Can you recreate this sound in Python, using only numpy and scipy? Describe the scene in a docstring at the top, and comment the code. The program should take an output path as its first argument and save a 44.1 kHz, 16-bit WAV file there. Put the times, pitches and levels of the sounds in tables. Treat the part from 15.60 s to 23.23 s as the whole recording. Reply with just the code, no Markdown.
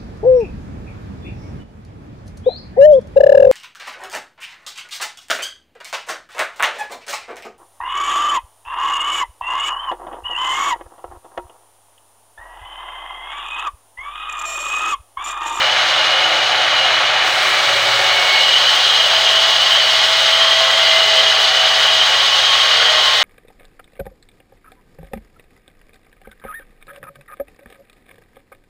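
"""An open-sided shed: a big band saw runs while a log is pushed through it.
The blade rasps through its guides over hum and frame ringing, made of sines and filtered noise.
At 1.6 s the teeth meet the wood: tooth-paced noise hisses as sawdust, high band modes ring briefly.
Friction tones groan and whine as the log enters; from about 3 s the kerf grips fully, the band
squeals and a tooth tone drums. The wheels slowly lose speed, and every tone tied to them sinks."""
import sys
import numpy as np
from scipy import signal
from scipy.fft import rfft, irfft, next_fast_len
from scipy.io import wavfile
from scipy.ndimage import uniform_filter1d, minimum_filter1d

SR = 44100
rng = np.random.default_rng(int(sys.argv[2]) if len(sys.argv) > 2 else 0)


def generate_wav(signal):
    """Clip the signal to [-1, 1] and save it as 16-bit WAV at the path in sys.argv[1]."""
    frames = np.transpose(np.atleast_2d(signal))
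    scaled = np.clip(frames, -1, 1) * 32767
    pcm = np.round(scaled).astype(np.int16)
    wavfile.write(sys.argv[1], SR, pcm)


N = 336483


def gain_of(db):
    """Decibels to an amplitude factor."""
    return 10 ** (np.asarray(db) / 20)


def evened(x):
    """Scales to rms 1."""
    return x / np.sqrt(np.mean(x ** 2) + 1e-20)


def curves(rows):
    """Columns after t/s, interpolated to every sample."""
    t_s, *columns = np.transpose(rows)
    return [np.interp(np.arange(N) / SR, t_s, column) for column in columns]


def shaped(x, gain):
    """Filters x by a gain that is a function of f/Hz."""
    size = next_fast_len(N + 4096)
    spectrum = rfft(x, size) * gain(np.fft.rfftfreq(size, 1 / SR))
    return irfft(spectrum, size)[:N]


def coloured(x, colour):
    """Filters x by a colour table on a log frequency axis, at rms 1."""
    hz, db = np.transpose(colour)
    return evened(shaped(x, lambda f: gain_of(np.interp(np.log(f + 1), np.log(hz), db))))


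def drift(rate_hz, size=4096):
    """Slow random signal of rms 1, drawn on a coarse grid."""
    hz = np.fft.rfftfreq(size, N / SR / size)
    spectrum = rfft(rng.standard_normal(size)) * np.exp(-(hz / rate_hz) ** 2)
    return np.interp(np.arange(N) * size / N, np.arange(size), evened(irfft(spectrum)))


def ringing(modes, load):
    """Random blows (noise) keep modes ringing; load 0-1 moves power from free to loaded levels."""
    def response(f, column):
        power = 0
        for mode in modes:
            hz, width_hz = mode[:2]
            offset = (f - hz) / width_hz * np.sqrt(2)
            power = power + gain_of(mode[column]) ** 2 / width_hz / (1 + offset ** 2) ** 3
        return np.sqrt(power)

    def rung(column):
        noise = shaped(rng.standard_normal(N), lambda f: response(f, column))
        total_gain = np.linalg.norm(gain_of([mode[column] for mode in modes]))
        return evened(noise) * total_gain

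    return np.sqrt(1 - load) * rung(2) + np.sqrt(load) * rung(3)


def teeth(tooth_turns, depth, flutter_db):
    """A puff of noise as each tooth passes, uneven as the band flutters."""
    puffs = 1 + depth * np.cos(2 * np.pi * tooth_turns)
    return puffs * gain_of(flutter_db * drift(36)) * rng.standard_normal(N)


def reflections(x, count=80):
    """Small hard faces of saw and table return early echoes of the treble, which comb it."""
    delay_s, weight = rng.uniform(.001, .02, count), rng.standard_normal(count)
    taps = np.zeros(SR // 4)
    taps[(delay_s * SR).astype(int)] = weight
    echoes = signal.fftconvolve(x, taps / np.linalg.norm(taps))[:N]
    treble_echoes = shaped(echoes, lambda f: np.interp(f, [4300, 5500], [0, .38]))
    return evened(x + treble_echoes)


def wavering_tone(hz, rough, width_hz, octave_db, wobble_hz):
    """Tone on a pitch curve: wobbling core in a restless skirt, with a weaker octave."""
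    a, b, wobble = (drift(width_hz)[:len(hz)] for _ in range(3))
    rough = np.clip(rough, 0, 1)  # share of power in the skirt
    sway = np.sqrt(1 - rough) + np.sqrt(rough / 2) * (a + 1j * b)
    turn = np.exp(2j * np.pi * np.cumsum(hz + wobble_hz * wobble) / SR)
    return np.sqrt(2) * (sway * (turn + gain_of(octave_db) * turn ** 2)).real


def add(mix, start_s, sound):
    """Mixes a sound in at its time."""
    part = mix[max(round(start_s * SR), 0):][:len(sound)]
    part += sound[:len(part)]


def swelling_tone(start_s, loudest_s, end_s, hz, db, glide_per_s, **timbre):
    """One tone: a rounded swell up and down while the pitch glides."""
    t = np.arange(start_s, end_s, 1 / SR)
    swell = np.interp(t, [start_s, loudest_s, end_s], [0, 1, 0]) ** .65
    pitch_hz = hz * (1 + glide_per_s * (t - loudest_s))  # equals hz at the loudest moment
    return start_s, gain_of(db) * swell * wavering_tone(pitch_hz, **timbre)


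# frame and wheel-guard modes: f/Hz, width/Hz, free level/dB, loaded level/dB
FRAME_MODES = [(257, 27, -59.5, -76), (321.5, 13, -50.5, -70), (424, 64, -52, -46.5),
               (535.7, 15, -40, -40.5), (620, 20, -39.5, -50), (758.5, 26, -33.5, -36),
               (862.4, 39, -33.5, -35), (1113.4, 21, -38.5, -35), (1174, 22, -36, -40.5),
               (1297, 13, -34.5, -46), (1445, 27, -34, -38), (1630, 100, -36, -68), (1946, 32, -55, -32.5),
               (2167, 65, -29, -39.5), (2350, 38, -32, -39)]


def frame(load):
    """Frame and wheel guards ring under random blows."""
    return ringing(FRAME_MODES, load)


# wheel hum: multiple of wheel speed, free level/dB, loaded level/dB
WHEEL_HUM = [(4, -62, -61), (5, -68, -72), (6, -60, -63), (7, -52, -57), (8, -53.5, -50), (9, -57, -62),
             (11, -63, -61.5), (16, -64, -87.5), (19, -56.5, -62.5)]


def wheel_hum(turns, load, waver_db=.4):
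    """Unbalanced wheels shake the frame at multiples of their speed."""
    hum = np.zeros(N)
    for multiple, free_db, loaded_db in WHEEL_HUM:
        level_db = free_db + load * (loaded_db - free_db) + waver_db * drift(4.7)
        hum += gain_of(level_db) * np.sin(2 * np.pi * (round(multiple) * turns + rng.random()))
    return np.sqrt(2) * hum


# drive notes: multiple of wheel speed, free level/dB
DRIVE_NOTES = [(19.25, -52), (32, -43), (37.25, -37.5), (45, -34.5)]


def drive(turns, load, waver_db=2, drop_db=10):
    """The drive sings at multiples of wheel speed, drop_db weaker at full load."""
    notes = np.zeros(N)
    for multiple, free_db in DRIVE_NOTES:
        level_db = free_db - drop_db * load + waver_db * drift(3.8)
        notes += gain_of(level_db) * np.sin(2 * np.pi * multiple * turns)
    return np.sqrt(2) * notes


# log boom spectrum: f/Hz, relative density level/dB
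BOOM_COLOUR = [(20, -30), (42, -29), (130, -25), (190, -24), (215, -46), (255, -27), (310, -21.5),
               (385, -14.5), (490, -10.5), (545, -3.5), (700, -0.5), (880, -4.5), (980, -10), (1500, -49)]


def boom(tooth_turns, level_db):
    """Tooth puffs boom low in the log."""
    puffs = teeth(tooth_turns, depth=.58, flutter_db=1)
    return gain_of(level_db) * coloured(puffs, BOOM_COLOUR)


# blade rasp spectrum: f/Hz, relative density level/dB
RASP_COLOUR = [(240, -55), (500, -20.5), (800, -5.5), (970, -5), (1130, 0), (1350, 0.5), (1650, 0.5),
               (1950, 1), (2300, -2.5), (2520, 0.5), (2740, -5.5), (3300, -14), (4500, -45), (9000, -57)]


def rasp(tooth_turns, level_db):
    """Tooth puffs rasp in the midrange."""
    puffs = teeth(tooth_turns, depth=.29, flutter_db=.72)
    return gain_of(level_db) * coloured(puffs, RASP_COLOUR)


# hiss spectrum: f/Hz, relative density level/dB
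HISS_COLOUR = [(1500, -45.5), (3100, -1.5), (3400, 2), (4150, -0.5), (4700, -6.5), (5400, -11), (5950, -14),
               (6450, -12), (7050, -20), (7900, -25), (9800, -30.5), (11000, -37), (13700, -45),
               (16000, -53)]


def hiss(tooth_turns, level_db, surge_db=.5):
    """Tooth puffs hiss in the treble, combed by near reflections, with slow random surges."""
    puffs = teeth(tooth_turns, depth=.18, flutter_db=.71)
    surging = gain_of(level_db + surge_db * drift(7.8))
    return surging * reflections(coloured(puffs, HISS_COLOUR))


# sawdust spectrum: f/Hz, relative density level/dB
DUST_COLOUR = [(2500, -17), (5500, 5.5), (7100, -5.5), (7900, 2), (8800, -9.5), (10000, -10),
               (11200, -15.5), (13700, -17.5), (16000, -15.5)]


def dust(tooth_turns, bite, level_db=-32.5):
    """Thrown sawdust hisses in proportion to the teeth in the wood."""
    puffs = teeth(tooth_turns, depth=.21, flutter_db=1.6)
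    return gain_of(level_db) * bite * reflections(coloured(puffs, DUST_COLOUR))


# steel band modes: f/Hz, width/Hz, free relative level/dB, in-kerf relative level/dB
BAND_MODES = [(2867, 72, -2.5, -6), (2934, 49, -2.5, -5.5), (2975, 46, -6.5, -16), (3012, 41, -4, -4),
              (3176, 55, -9, -7.5), (3360, 45, -26, -12), (3220, 65, -9.5, -15), (3900, 54, -37, -15),
              (4027, 29, -10.5, -13.5), (4250, 20, -32, -18), (4494, 21, -35, -12.5),
              (4890, 150, -23, -14.5), (5350, 49, -34, -21), (6370, 220, -25, -21)]


def band_ring(grip, level_db):
    """The steel band rings; the kerf's grip shifts power between its modes."""
    return gain_of(level_db) * ringing(BAND_MODES, grip)


# working effort before grip offsets: t/s, boom level/dB, rasp level/dB, band ring level/dB
EFFORT = [(0.0, -23, -19, -18.5), (0.6, -22, -20, -17.5), (0.72, -19, -19.8, -18), (1.08, -22, -20, -20.5),
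          (1.2, -21.2, -18.5, -15.5), (1.44, -20.0, -18.5, -20), (1.8, -22, -18.5, -21.5),
          (2.64, -20.5, -19.5, -19.5), (2.88, -22.5, -21.1, -13), (3.12, -23.5, -20.5, -15.5),
          (3.84, -24.2, -21, -15.4), (5.16, -24.5, -20.5, -18.5), (5.28, -25, -20.5, -15),
          (6.6, -23.5, -19.6, -16), (6.72, -23.5, -21.5, -16.7), (7.08, -25.5, -18.5, -18),
          (7.2, -22, -18.9, -15.3), (7.6, -24, -20.8, -18.5)]


def sawing(turns, bite, grip, teeth_per_turn=41):
    """Passing teeth boom, rasp, hiss, throw dust and ring the band; grip shifts the balance."""
    boom_db, rasp_db, ring_db = curves(EFFORT)
    tooth_turns = teeth_per_turn * turns

    def gripped(free_db, kerf_db):
        """Free-running to in-kerf level, by grip."""
        return free_db + grip * (kerf_db - free_db)

    return (boom(tooth_turns, boom_db + gripped(-5.5, -5.5))
            + rasp(tooth_turns, rasp_db + gripped(.2, .5))
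            + hiss(tooth_turns, gripped(-20.5, -17.5))
            + dust(tooth_turns, bite)
            + band_ring(grip, ring_db + gripped(-4.5, -2)))


def groan():
    """The log groans on a rough, wide friction tone as the band works its way in."""
    out = np.zeros(N)
    add(out, *swelling_tone(start_s=1.3, loudest_s=2.2, end_s=3.3, hz=385, db=-41.5, glide_per_s=.0119,
                            rough=.77, width_hz=27, octave_db=-20, wobble_hz=2.7))
    return out


def first_bite(start_s=1.6, peak_s=1.77, end_s=2.5, level_db=-41, count=30):
    """Teeth first meeting the wood set many thin, high band modes ringing."""
    pitches_hz = np.linspace(6600, 12000, count) + rng.uniform(-70, 70, count)
    levels_db = np.linspace(0, -12, count)
    modes = [(hz, 45, db, db) for hz, db in zip(pitches_hz, levels_db)]
    swell = np.interp(np.arange(N) / SR, [start_s, peak_s, end_s], [0, 1, 0])
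    return gain_of(level_db) * swell * evened(ringing(modes, 0))


# blade whines: start t/s, loudest t/s, end t/s, f/Hz, level/dB before trim, glide/(share of f per s)
WHINES = [(1.8, 2.0, 2.6, 2276, -27, -.035), (1.85, 2.15, 3.0, 566, -29, -.05),
          (2.25, 2.75, 2.93, 2205, -22, -.025), (2.4, 2.98, 3.45, 1099, -29.5, -.01),
          (3.4, 3.75, 4.7, 1068, -32, -.012), (3.8, 4.35, 5.2, 2148, -28.5, -.02),
          (4.0, 5.0, 6.5, 1975, -31, 0), (4.7, 4.9, 5.5, 1069, -29, -.015), (4.9, 5.6, 6.4, 425, -42, 0),
          (5.05, 5.33, 5.9, 2074, -26, -.055), (5.5, 5.8, 6.9, 750, -33.5, 0),
          (6.0, 7.03, 7.25, 1097, -28, -.005), (6.8, 7.3, 7.9, 1892, -26.5, -.025),
          (6.9, 7.25, 7.9, 623, -30.5, -.04), (7.0, 7.3, 7.9, 470, -38, -.04),
          (7.1, 7.4, 7.9, 2086, -28.5, -.06), (7.25, 7.45, 7.9, 1072, -28, -.04)]


def whines(trim_db=.6):
    """The blade rubs in the wood: friction tones, most of them sagging in pitch."""
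    out = np.zeros(N)
    for start_s, loudest_s, end_s, hz, db, glide_per_s in WHINES:
        add(out, *swelling_tone(start_s, loudest_s, end_s, hz, db + trim_db, glide_per_s,
                                rough=.28, width_hz=13, octave_db=-9, wobble_hz=3))
    return out


def hum_swell():
    """The low wheel hum swells for a second as the log enters: one nearly pure tone."""
    out = np.zeros(N)
    add(out, *swelling_tone(start_s=1.97, loudest_s=2.15, end_s=3.0, hz=114, db=-44, glide_per_s=0,
                            rough=.08, width_hz=8, octave_db=-30, wobble_hz=.35))
    return out


# squeals of band against kerf: loudest t/s, level/dB
SQUEALS = [(3.05, -27.5), (3.28, -19), (3.701, -20.5), (4.22, -21.5), (4.8, -17.5), (5.13, -19.5),
           (5.6, -20), (6.15, -24), (6.42, -22), (6.919, -19), (7.24, -21), (7.6, -26)]


def squeals(hz=3193, rise_per_s=.045, attack_s=.2, release_s=.26):
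    """The band rubs the kerf: ragged squeals that each climb a little."""
    out = np.zeros(N)
    for loudest_s, db in SQUEALS:
        start_s, end_s = loudest_s - attack_s, loudest_s + release_s
        add(out, *swelling_tone(start_s, loudest_s, end_s, hz, db, rise_per_s,
                                rough=.28, width_hz=32, octave_db=-26, wobble_hz=11))
    return out


# tone of the teeth in the deep cut: t/s, f/Hz, level/dB before trim
TOOTH_TONE = [(3.4, 650.1, -27.5), (3.76, 656.5, -23.0), (4.12, 651.3, -29), (4.24, 644, -25.5),
              (4.96, 656, -22), (5.68, 649, -22), (6.28, 646, -27), (6.4, 642, -23.5), (6.52, 643, -41)]


def tooth_tone(trim_db=-3, fade_s=.08):
    """Deep in the log the teeth drum out a nearly pure tone."""
    hz, db = curves(TOOTH_TONE)
    t = np.arange(N) / SR
    inside_s = np.minimum(t - TOOTH_TONE[0][0], TOOTH_TONE[-1][0] - t)
    sounding = np.clip(1 + inside_s / fade_s, 0, 1)  # fades lie outside the table's span
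    tone = wavering_tone(hz, rough=.05, width_hz=11.6, octave_db=-14, wobble_hz=2)
    return sounding * gain_of(db + trim_db) * tone


# band wheel speed: t/s, speed/(turns per s)
WHEEL_SPEED = [(0, 16.76), (2.4, 16.5), (3.5, 16.12), (5, 15.8), (6, 15.43), (7.63, 14.93)]
# progress of the cut: t/s, teeth in the wood/0-1, band gripped by the kerf/0-1
CUT = [(0, 0.2, 0.1), (1.62, 0, 0), (1.65, 0.7, 0), (1.82, .85, 0), (2.1, 0.74, 0.26), (2.65, 0.83, 0.32),
       (3.1, 0.83, 0.95), (7.63, 0.63, 0.98)]


def scene():
    """Wheel speed and cut drive the saw, heard as one source from beside the table."""
    speed, = curves(WHEEL_SPEED)
    turns = np.cumsum(speed) / SR
    bite, grip = np.clip(curves(CUT), 0, 1)
    machine = frame(grip) + wheel_hum(turns, grip) + hum_swell() + drive(turns, grip)
    friction = groan() + whines() + squeals()
    saw = machine + sawing(turns, bite, grip) + first_bite() + friction + tooth_tone()
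    return np.array([saw, saw])


def limited(x, size=200):
    """Fast limiter: eases the gain down around peaks above .96."""
    room = np.minimum(1, .96 / (abs(x).max(0) + 1e-9))
    return x * uniform_filter1d(minimum_filter1d(room, 2 * size + 1), size)


def record(dry, port_hz=15150, port_width_hz=750, port_db=12, edge_hz=15850):
    """A mono microphone whose port rings in the top treble; then limiter and band limit."""
    def port(f):
        return gain_of(port_db * np.exp(-((f - port_hz) / port_width_hz) ** 2))

    heard = np.array([shaped(x, port) for x in dry])
    low_pass = signal.firwin(1023, edge_hz, window=("kaiser", 9), fs=SR)
    return signal.oaconvolve(limited(heard), low_pass[None], "same")


dry = scene()
out = record(dry)
generate_wav(out)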